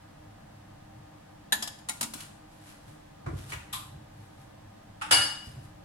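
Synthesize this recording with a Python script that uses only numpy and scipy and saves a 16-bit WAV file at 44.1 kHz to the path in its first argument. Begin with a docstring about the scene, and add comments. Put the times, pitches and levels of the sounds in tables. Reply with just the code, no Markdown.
"""A hard-walled kitchen, with a ventilation fan droning underneath. Close by, a cook puts a small china dish
down on a worktop, shifts it, picks up a bottle with a few hand-damped clacks, and steps away. Further off a
cupboard thuds, a bottle is dragged out, its cap snaps open, and the glass clinks loudly against other ware.
Each knock is a burst of fading noise; china and glass add ringing tones, and the walls echo. Sleeves, hands and
shuffling feet make soft swells of noise."""
import sys
import numpy as np
from scipy import signal
from scipy.fft import rfft, irfft, next_fast_len
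from scipy.io import wavfile
from scipy.ndimage import uniform_filter1d

SR = 44100
rng = np.random.default_rng(int(sys.argv[2]) if len(sys.argv) > 2 else 0)


def inscribe(sig):
    """Save sig as 16-bit PCM at rate SR to the path in sys.argv[1].

    A 1-D sig is mono; a 2-D sig holds one channel per row.
    Samples are clipped to [-1, 1] before scaling.
    """
    pcm = np.round(np.clip(np.atleast_2d(sig).T, -1, 1) * 32767)
    wavfile.write(sys.argv[1], SR, pcm.astype(np.int16))


N = 257544
TIME = np.arange(N) / SR
AGE = np.arange(int(.8 * SR)) / SR   # seconds since a knock


def from_db(db):
    """Turn decibels into a gain."""
    return 10 ** (np.asarray(db) / 20)


def rms_one(x):
    """Scale a sound to an average (rms) level of one."""
    return x / np.sqrt(np.mean(x ** 2) + 1e-20)


def at_hz(points, hz):
    """Read between a table's rows on a log-frequency scale."""
    freq, value = np.transpose(points)
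    return np.interp(np.log(np.maximum(hz, 1)), np.log(freq), value)


def coloured(x, spectrum):
    """Give a sound a tone colour without smearing it back in time (minimum phase)."""
    size = 2 * next_fast_len(x.shape[-1])
    gain = from_db(at_hz(spectrum, np.fft.rfftfreq(size, 1 / SR)))
    cepstrum = irfft(np.log(gain))
    cepstrum[1:size // 2] *= 2
    cepstrum[size // 2 + 1:] = 0
    return irfft(rfft(x, size) * np.exp(rfft(cepstrum)))[..., :x.shape[-1]]


def fade(seconds):
    """A fade time is how long a sound takes to fall by 60 dB."""
    return 1000 ** (-AGE / seconds)


def swell(at_s, level_db, rise_s, fall_s):
    """One movement: it gains 20 dB over its rise and loses 20 dB over its fall."""
    away = np.maximum((at_s - TIME) / rise_s, (TIME - at_s) / fall_s)
    return from_db(level_db - 20 * np.minimum(away, 10))


# Stereo spread. Each row: frequency in Hz, side level against the middle in dB.
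STEREO_WIDTH = [(50, -26), (130, -31), (250, -6.5), (500, 5), (1000, 3), (12000, -2)]
def stereo_noise(size, width=STEREO_WIDTH):
    """Even noise, centred in the bass and wide higher up."""
    mid, side = rfft(rng.standard_normal((2, size)))
    share = from_db(at_hz(width, np.fft.rfftfreq(size, 1 / SR)))
    return irfft((mid + share * side * [[1], [-1]]) / np.sqrt(1 + share ** 2), size)


# How long the room rings. Each row: frequency in Hz, fade time in seconds.
ROOM_FADE = [(80, 0.53), (300, 0.47), (1000, 0.63), (3500, 0.55), (8000, 0.55), (14000, 0.4)]
def kitchen_echo(build_s):
    """Countless wall reflections blur together; each band fades at its own rate."""
    noise, echo = rfft(stereo_noise(len(AGE))), 0
    hz = np.fft.rfftfreq(len(AGE), 1 / SR)
    centres = np.geomspace(80, 14000, 10)
    for centre, pick in zip(centres, np.eye(len(centres))):
        band = irfft(noise * at_hz(np.c_[centres, pick], hz), len(AGE))
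        echo = echo + band * fade(at_hz(ROOM_FADE, centre))
    echo = echo * (1 - np.exp(-AGE / build_s))
    return rms_one(echo) / np.sqrt(len(AGE))


def reflected(x, echo):
    """What the walls send back."""
    return signal.fftconvolve(x, echo, axes=-1)[:, :x.shape[-1]]


def wander(rate_hz, count=200):
    """A random drift in strength and phase for each channel."""
    knots = rng.standard_normal((2, count, 2)) @ [1, 1j] / np.sqrt(2)
    return np.array([np.interp(AGE * rate_hz, np.arange(count), row) for row in knots])


def ringing(tones, shimmer, flutter_hz=59.0):
    """A struck object's tones flutter as wall reflections pile up and beat with them."""
    pitches, levels_db, fades_s = np.transpose(tones)
    gains, ring = from_db(levels_db), 0
    reflections = shimmer * np.sqrt(AGE * flutter_hz)   # echoes add as the root of their number
    for hz, gain, fade_s in zip(pitches, gains, fades_s):
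        tone = np.exp(2j * np.pi * (hz * AGE + rng.random((2, 1)))) * fade(fade_s)
        ring = ring + gain * np.real(tone * (1 + reflections * wander(flutter_hz)))
    return ring / np.sqrt(np.sum(gains ** 2))


def knocks(hits, colour, echo, gain_db, rise_s, tones=None, ring_echo_db=0, shimmer=0.93):
    """Each contact makes a noise burst, an echo and any ringing tones; gain_db shifts every level."""
    out = np.zeros((2, N + len(AGE)))
    attack = 1 - np.exp(-AGE / rise_s)
    for start_s, level_db, fade_s, echo_db, *ring_db in hits:
        shape = attack * fade(fade_s)
        noise = coloured(stereo_noise(len(AGE)), colour)
        burst = rms_one(shape * noise) * np.sqrt(np.mean(shape ** 2))
        ring = from_db(ring_db[0]) * attack * ringing(tones, shimmer) if ring_db else 0
        walls = from_db(echo_db) * reflected(burst + from_db(ring_echo_db) * ring, echo)
        start = round(start_s * SR)
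        out[:, start:start + len(AGE)] += from_db(level_db + gain_db) * (burst + ring + walls)
    return out[:, :N]


# The fan's air and its duct tones. Each row: frequency in Hz, relative level in dB.
AIR_COLOUR = [(13, -41), (22, -6), (64, -8), (100, -12), (211, -5.5), (256, -16.5), (302, -6.5), (356, -24),
              (554, -12), (771, -11), (1300, -23), (1710, -19), (2260, -26.5), (3150, -27.5),
              (16000, -42.5)]
DUCT_TONES = [(102.3, -63), (145.3, -66), (306.8, -67), (786.0, -68), (1233, -76.5)]
# Its spread. Each row: frequency in Hz, side level against the middle in dB.
FAN_WIDTH = [(60, -30), (92, -25), (140, -14), (210, -14.5), (330, -2), (500, 2), (770, 5.5), (1170, -8),
             (1790, 1), (2740, -1), (4190, 1), (6410, 1.5), (9810, -1.5), (15000, 2)]
def fan(air_db, hum_gain_db, hum_width_hz):
    """Air rushes, and narrow duct resonances hum in it."""
    out = from_db(air_db) * rms_one(coloured(stereo_noise(N, FAN_WIDTH), AIR_COLOUR))
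    radius = np.exp(-np.pi * hum_width_hz / SR)
    for hz, level_db in DUCT_TONES:
        feedback = [1, -2 * radius * np.cos(2 * np.pi * hz / SR), radius ** 2]
        hum = signal.lfilter([1, 0, -1], feedback, stereo_noise(N, FAN_WIDTH))
        out = out + from_db(level_db + hum_gain_db) * rms_one(hum)
    return out


# Sleeve and hand sliding. Each row: peak time in seconds, level in dB, rise and fall in seconds.
STROKES = [(2.208, -45.5, 0.042, 0.077), (2.52, -66, 0.024, 0.064), (2.695, -55.5, 0.16, 0.13),
           (2.885, -63, 0.073, .22), (3.39, -53, 0.082, 0.18), (3.506, -46, 0.03, 0.057),
           (4.216, -68, 0.19, .3), (4.404, -65.5, .06, 0.11), (5.465, -58, 0.071, 0.23),
           (5.645, -66, 0.043, 0.081)]
# Their hiss. Each row: frequency in Hz, relative level in dB.
RUB_COLOUR = [(500, -5), (1300, 4), (2300, 0.5), (3200, 2), (5500, -2.5), (8000, -2.5), (11200, -2),
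              (13000, -12), (16000, -20)]
def rubbing(echo, grain_db, echo_db):
    """Friction: countless tiny slips of uneven size under each stroke."""
    strokes = sum(swell(*row) for row in STROKES)
    noise = stereo_noise(N)
    grain = rms_one(uniform_filter1d(rng.standard_normal(N), size=60))
    rub = strokes * rms_one(coloured(noise * from_db(grain_db * grain), RUB_COLOUR))
    return rub + from_db(echo_db) * reflected(rub, echo)


# Feet shifting their weight. Each row: peak time in seconds, level in dB.
SHUFFLES = [(0.23, -55.5), (0.98, -55.5), (2.89, -54), (3.31, -43), (3.56, -45.5), (3.75, -50),
            (3.95, -45.5), (4.2, -53.5), (4.42, -53.5), (5.15, -42), (5.581, -44.5)]
# The cupboard door; footfalls and soft bumps.
# Each row: start in seconds, relative level in dB, fade time in seconds, echo in dB.
DOOR_HITS = [(3.261, -28, 0.13, -4), (3.282, -32.5, 0.11, -4)]
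BUMP_HITS = [(3.261, -28.5, 0.17, -3), (3.294, -35, 0.12, -15), (3.326, -25, 0.11, -8.5),
             (3.385, -31, 0.076, -31), (5.465, -39.5, 0.2, -14)]
# Their tone colours. Each row: frequency in Hz, relative level in dB.
DOOR_COLOUR = [(120, -65), (200, -18), (266, -49), (323, 14.5), (373, -22), (694, -17.5), (844, -27),
               (906, -19.5), (1340, -20), (2100, -25), (2800, -39.5), (8820, -47), (14000, -60)]
BUMP_COLOUR = [(25, -43), (45, -13), (68, -3), (98, 1.5), (140, 0.5), (175, -14.5), (210, -22.5),
               (400, -19), (1000, -54), (5000, -91)]
def cupboard_and_steps(echo):
    """Wood knocks dully, steps thump, and the floor rumbles softly under shifting feet."""
    door = knocks(DOOR_HITS, DOOR_COLOUR, echo, gain_db=-5, rise_s=0.0026)
    weight = sum(swell(*row, rise_s=0.094, fall_s=0.14) for row in SHUFFLES)
    rumble = weight * rms_one(coloured(stereo_noise(N), BUMP_COLOUR))
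    bumps = knocks(BUMP_HITS, BUMP_COLOUR, echo, gain_db=0, rise_s=0.0094)
    return door + rumble + bumps


# The dish landing, its rim ticking as it rocks, hand-damped clacks of a bottle being picked up, and the worktop
# below. Each row: start in seconds, relative level in dB, fade time in seconds, echo in dB, ring in dB (china
# and bottle only).
LANDING_HITS = [(1.5222, -16, 0.09, -9.5, 6), (1.5255, -15, 0.095, -8.5, 1.5)]
RIM_HITS = [(1.624, -17, 0.091, -7.5, -5.5), (1.675, -22, 0.064, -24, -6), (1.787, -41.5, 0.083, -37, -4)]
CLACK_HITS = [(1.8865, -25.5, 0.12, -8, 4), (1.894, -20, 0.023, -14, 6), (2.0095, -18, 0.07, -9, -20),
              (2.027, -23, 0.12, -22, 2.5), (2.136, -27, 0.059, -2, -29)]
WORKTOP_HITS = [(1.528, -40, 0.19, 11), (1.895, -37.5, 0.16, -10), (2.019, -29, 0.24, -3),
                (2.147, -26.5, 0.07, -16)]
# Their tone colours. Each row: frequency in Hz, relative level in dB.
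LANDING_COLOUR = [(88, -49), (150, -38), (212, -9), (386, -30), (833, -10.5), (1350, -21.5), (1770, -6),
                  (2140, -23), (3890, -14), (5720, -25), (6940, -15), (8250, -24.5), (11500, -18),
                  (13400, -30), (15000, -89)]
RIM_COLOUR = [(150, -30), (800, 4.5), (1400, -6.5), (2400, -9.5), (3100, 3), (3700, 0), (4400, -4),
              (5100, 8), (5800, -8), (7100, 2), (8500, -8), (9400, -3), (12800, -9), (15000, -31)]
CLACK_COLOUR = [(71, -32), (120, -30), (226, -11.5), (334, -19), (454, -21.5), (712, -12.5), (789, -8.5),
                (1430, -12), (1620, -17.5), (2000, -16.5), (2990, -13), (3820, -13), (4590, -14),
                (9990, -11), (16000, -28)]
WORKTOP_COLOUR = [(100, -60), (170, -9), (220, 8), (300, 5.5), (420, -7), (800, -80)]
# The china's ring and the picked-up bottle's. Each row: pitch in Hz, relative level in dB, fade time in
# seconds.
DISH_TONES = [(840, -8.5, 0.16), (1720, 4.5, 0.15), (1743, 1, 0.2), (3490, 8, 0.066), (3870, 12.5, 0.061),
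              (6840, 3, 0.094), (7360, -15, 0.083), (9310, 9.5, 0.067), (11000, -7, 0.12), (11900, 0, 0.1)]
CLACK_TONES = [(866, -12, 0.095), (1413, -15, 0.11), (1908, -2, 0.059), (2190, -9, 0.13),
               (3880, -5.5, 0.086), (6950, 5, 0.06), (8400, -2, 0.041), (9350, 6, 0.023),
               (10350, 10, 0.022)]
def dish_and_bottle(echo):
    """Nearby china and a picked-up bottle ring briefly at each contact, and the worktop answers with a hollow
    thud."""
    landing = knocks(LANDING_HITS, LANDING_COLOUR, echo, gain_db=-9, rise_s=0.00054,
                     tones=DISH_TONES, ring_echo_db=-9.5)
    rocking = knocks(RIM_HITS, RIM_COLOUR, echo, gain_db=-12.5, rise_s=0.00028, tones=DISH_TONES)
    clacks = knocks(CLACK_HITS, CLACK_COLOUR, echo, gain_db=-6.5, rise_s=0.0012,
                    tones=CLACK_TONES, ring_echo_db=-1.5)
    worktop = knocks(WORKTOP_HITS, WORKTOP_COLOUR, echo, gain_db=-14.5, rise_s=0.0031)
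    return (landing + rocking + clacks) * from_db([[.6], [-.6]]) + worktop   # china and bottle a little left


# A knock on the shelf, the cap snapping, a hand-damped nudge, and the clink. Each row: start in
# seconds, relative level in dB, fade time in seconds, echo in dB, ring in dB (none for the nudge).
SHELF_HITS = [(3.519, -28, 0.17, -5.5, 1.5), (3.531, -26, 0.069, -1, -24)]
CAP_HITS = [(3.727, -22.5, 0.095, 1, -38), (3.732, -24, 0.26, -21, -2)]
NUDGE_HITS = [(5.012, -29, 0.12, -1), (5.017, -24, 0.14, -2.5)]
CLINK_HITS = [(5.1095, -10, 0.026, 7, -22), (5.1125, -6.5, 0.048, -0.5, -41), (5.1215, -9.5, 0.097, 1, 0.5),
              (5.144, -25, 0.026, 5, -10)]
# Their tone colours. Each row: frequency in Hz, relative level in dB.
SHELF_COLOUR = [(180, -38), (300, -7.5), (444, -21), (568, -9), (669, -23), (975, -10), (1730, -11),
                (2210, -8.5), (5010, -23.5), (10500, -24), (15000, -38)]
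CAP_COLOUR = [(500, -37), (800, -3.5), (1100, -1.5), (1700, -10), (2600, -6.5), (3600, 0), (4600, -10),
              (6000, -14.5), (8000, -8), (9700, -12), (11200, -5), (12700, -11), (14000, -37)]
NUDGE_COLOUR = [(240, -59), (400, -21), (690, -20), (880, 5), (979, -13), (1250, 0), (2030, -11.5),
                (2870, -9), (4670, -24), (5110, -20), (6130, -26), (9520, -20.5), (10300, -24.5),
                (15000, -48)]
CLINK_COLOUR = [(76, -49.5), (130, -51), (318, 2), (380, -27), (492, -7.5), (650, -14.5), (850, 0),
                (1050, -8), (1650, -1.5), (2320, -9), (2880, -3.5), (3960, -11), (5130, -8.5), (5780, -15),
                (9310, -9.5), (12800, -24), (15000, -45)]
# The ring after each knock; in the clink, high glass tones over fainter low tones.
# Each row: pitch in Hz, relative level in dB, fade time in seconds.
SHELF_TONES = [(962, -6, 0.27), (1116, -19, 0.12), (1860, -17, 0.18), (2202, 8, 0.086), (2272, 4, 0.12),
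               (2430, -9, 0.089)]
NECK_TONES = [(1033, -0.67, 0.33), (1180, -1.6, 0.32), (3440, 0, 0.12), (3690, -1.8, 0.077)]
CLINK_TONES = [(990, -12, .34), (1200, -11, .37), (1410, -7, .36), (1665, -6, .32), (1780, -7, .35),
               (2180, -7, .33), (2886, -8, .38), (2906, -3, .52), (3695, -11, .4), (4470, -9, .38),
               (4498, -5.5, .46), (4565, -6, .38), (4972, -7, .38), (5015, -2.5, .49), (5032, -5, .49),
               (6800, -13, .35), (7280, -14, .3), (7770, -14, .33), (8956, -3, .36), (9157, -6, .36),
               (9648, -3, .28), (10430, -8, .28), (10530, -5, .23), (11070, -6, .35)]
def bottle(echo):
    """Across the room glass knocks the shelf, its neck answers the cap, and it strikes other ware."""
    shelf = knocks(SHELF_HITS, SHELF_COLOUR, echo, gain_db=-9, rise_s=0.0023,
                   tones=SHELF_TONES, ring_echo_db=-4)
    cap = knocks(CAP_HITS, CAP_COLOUR, echo, gain_db=-11.5, rise_s=0.0015,
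                 tones=NECK_TONES, ring_echo_db=-10)
    nudge = knocks(NUDGE_HITS, NUDGE_COLOUR, echo, gain_db=-7, rise_s=0.002)
    clink = knocks(CLINK_HITS, CLINK_COLOUR, echo, gain_db=-9.5, rise_s=0.0004,
                   tones=CLINK_TONES, ring_echo_db=-15.5, shimmer=0.85)
    return shelf + cap + nudge + clink * from_db([[.5], [-.5]])   # clink a little left


def scene():
    """The cook's sounds share one kitchen, over the steady fan."""
    echo = kitchen_echo(build_s=0.00032)
    cook = dish_and_bottle(echo) + cupboard_and_steps(echo) + bottle(echo)
    cook += rubbing(echo, grain_db=2.5, echo_db=-6)
    return cook + fan(air_db=-56, hum_gain_db=1.96, hum_width_hz=8.4)


# The microphone's two sides. Each row: frequency in Hz, gain in dB.
LEFT_MIC = [(6000, 2.5), (9000, 3), (11000, 6), (15000, 1.5)]
RIGHT_MIC = [(6000, 2.5), (9000, 4), (11000, -3), (15000, 0)]
def record(dry):
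    """The right side is duller than the left, and both are cut above 16 kHz."""
    sides = np.array([coloured(dry[0], LEFT_MIC), coloured(dry[1], RIGHT_MIC)])
    treble_cut = signal.ellip(10, .1, 80, 16000, fs=SR, output="sos")
    return signal.sosfilt(treble_cut, sides)


dry = scene()
out = record(dry)
inscribe(out)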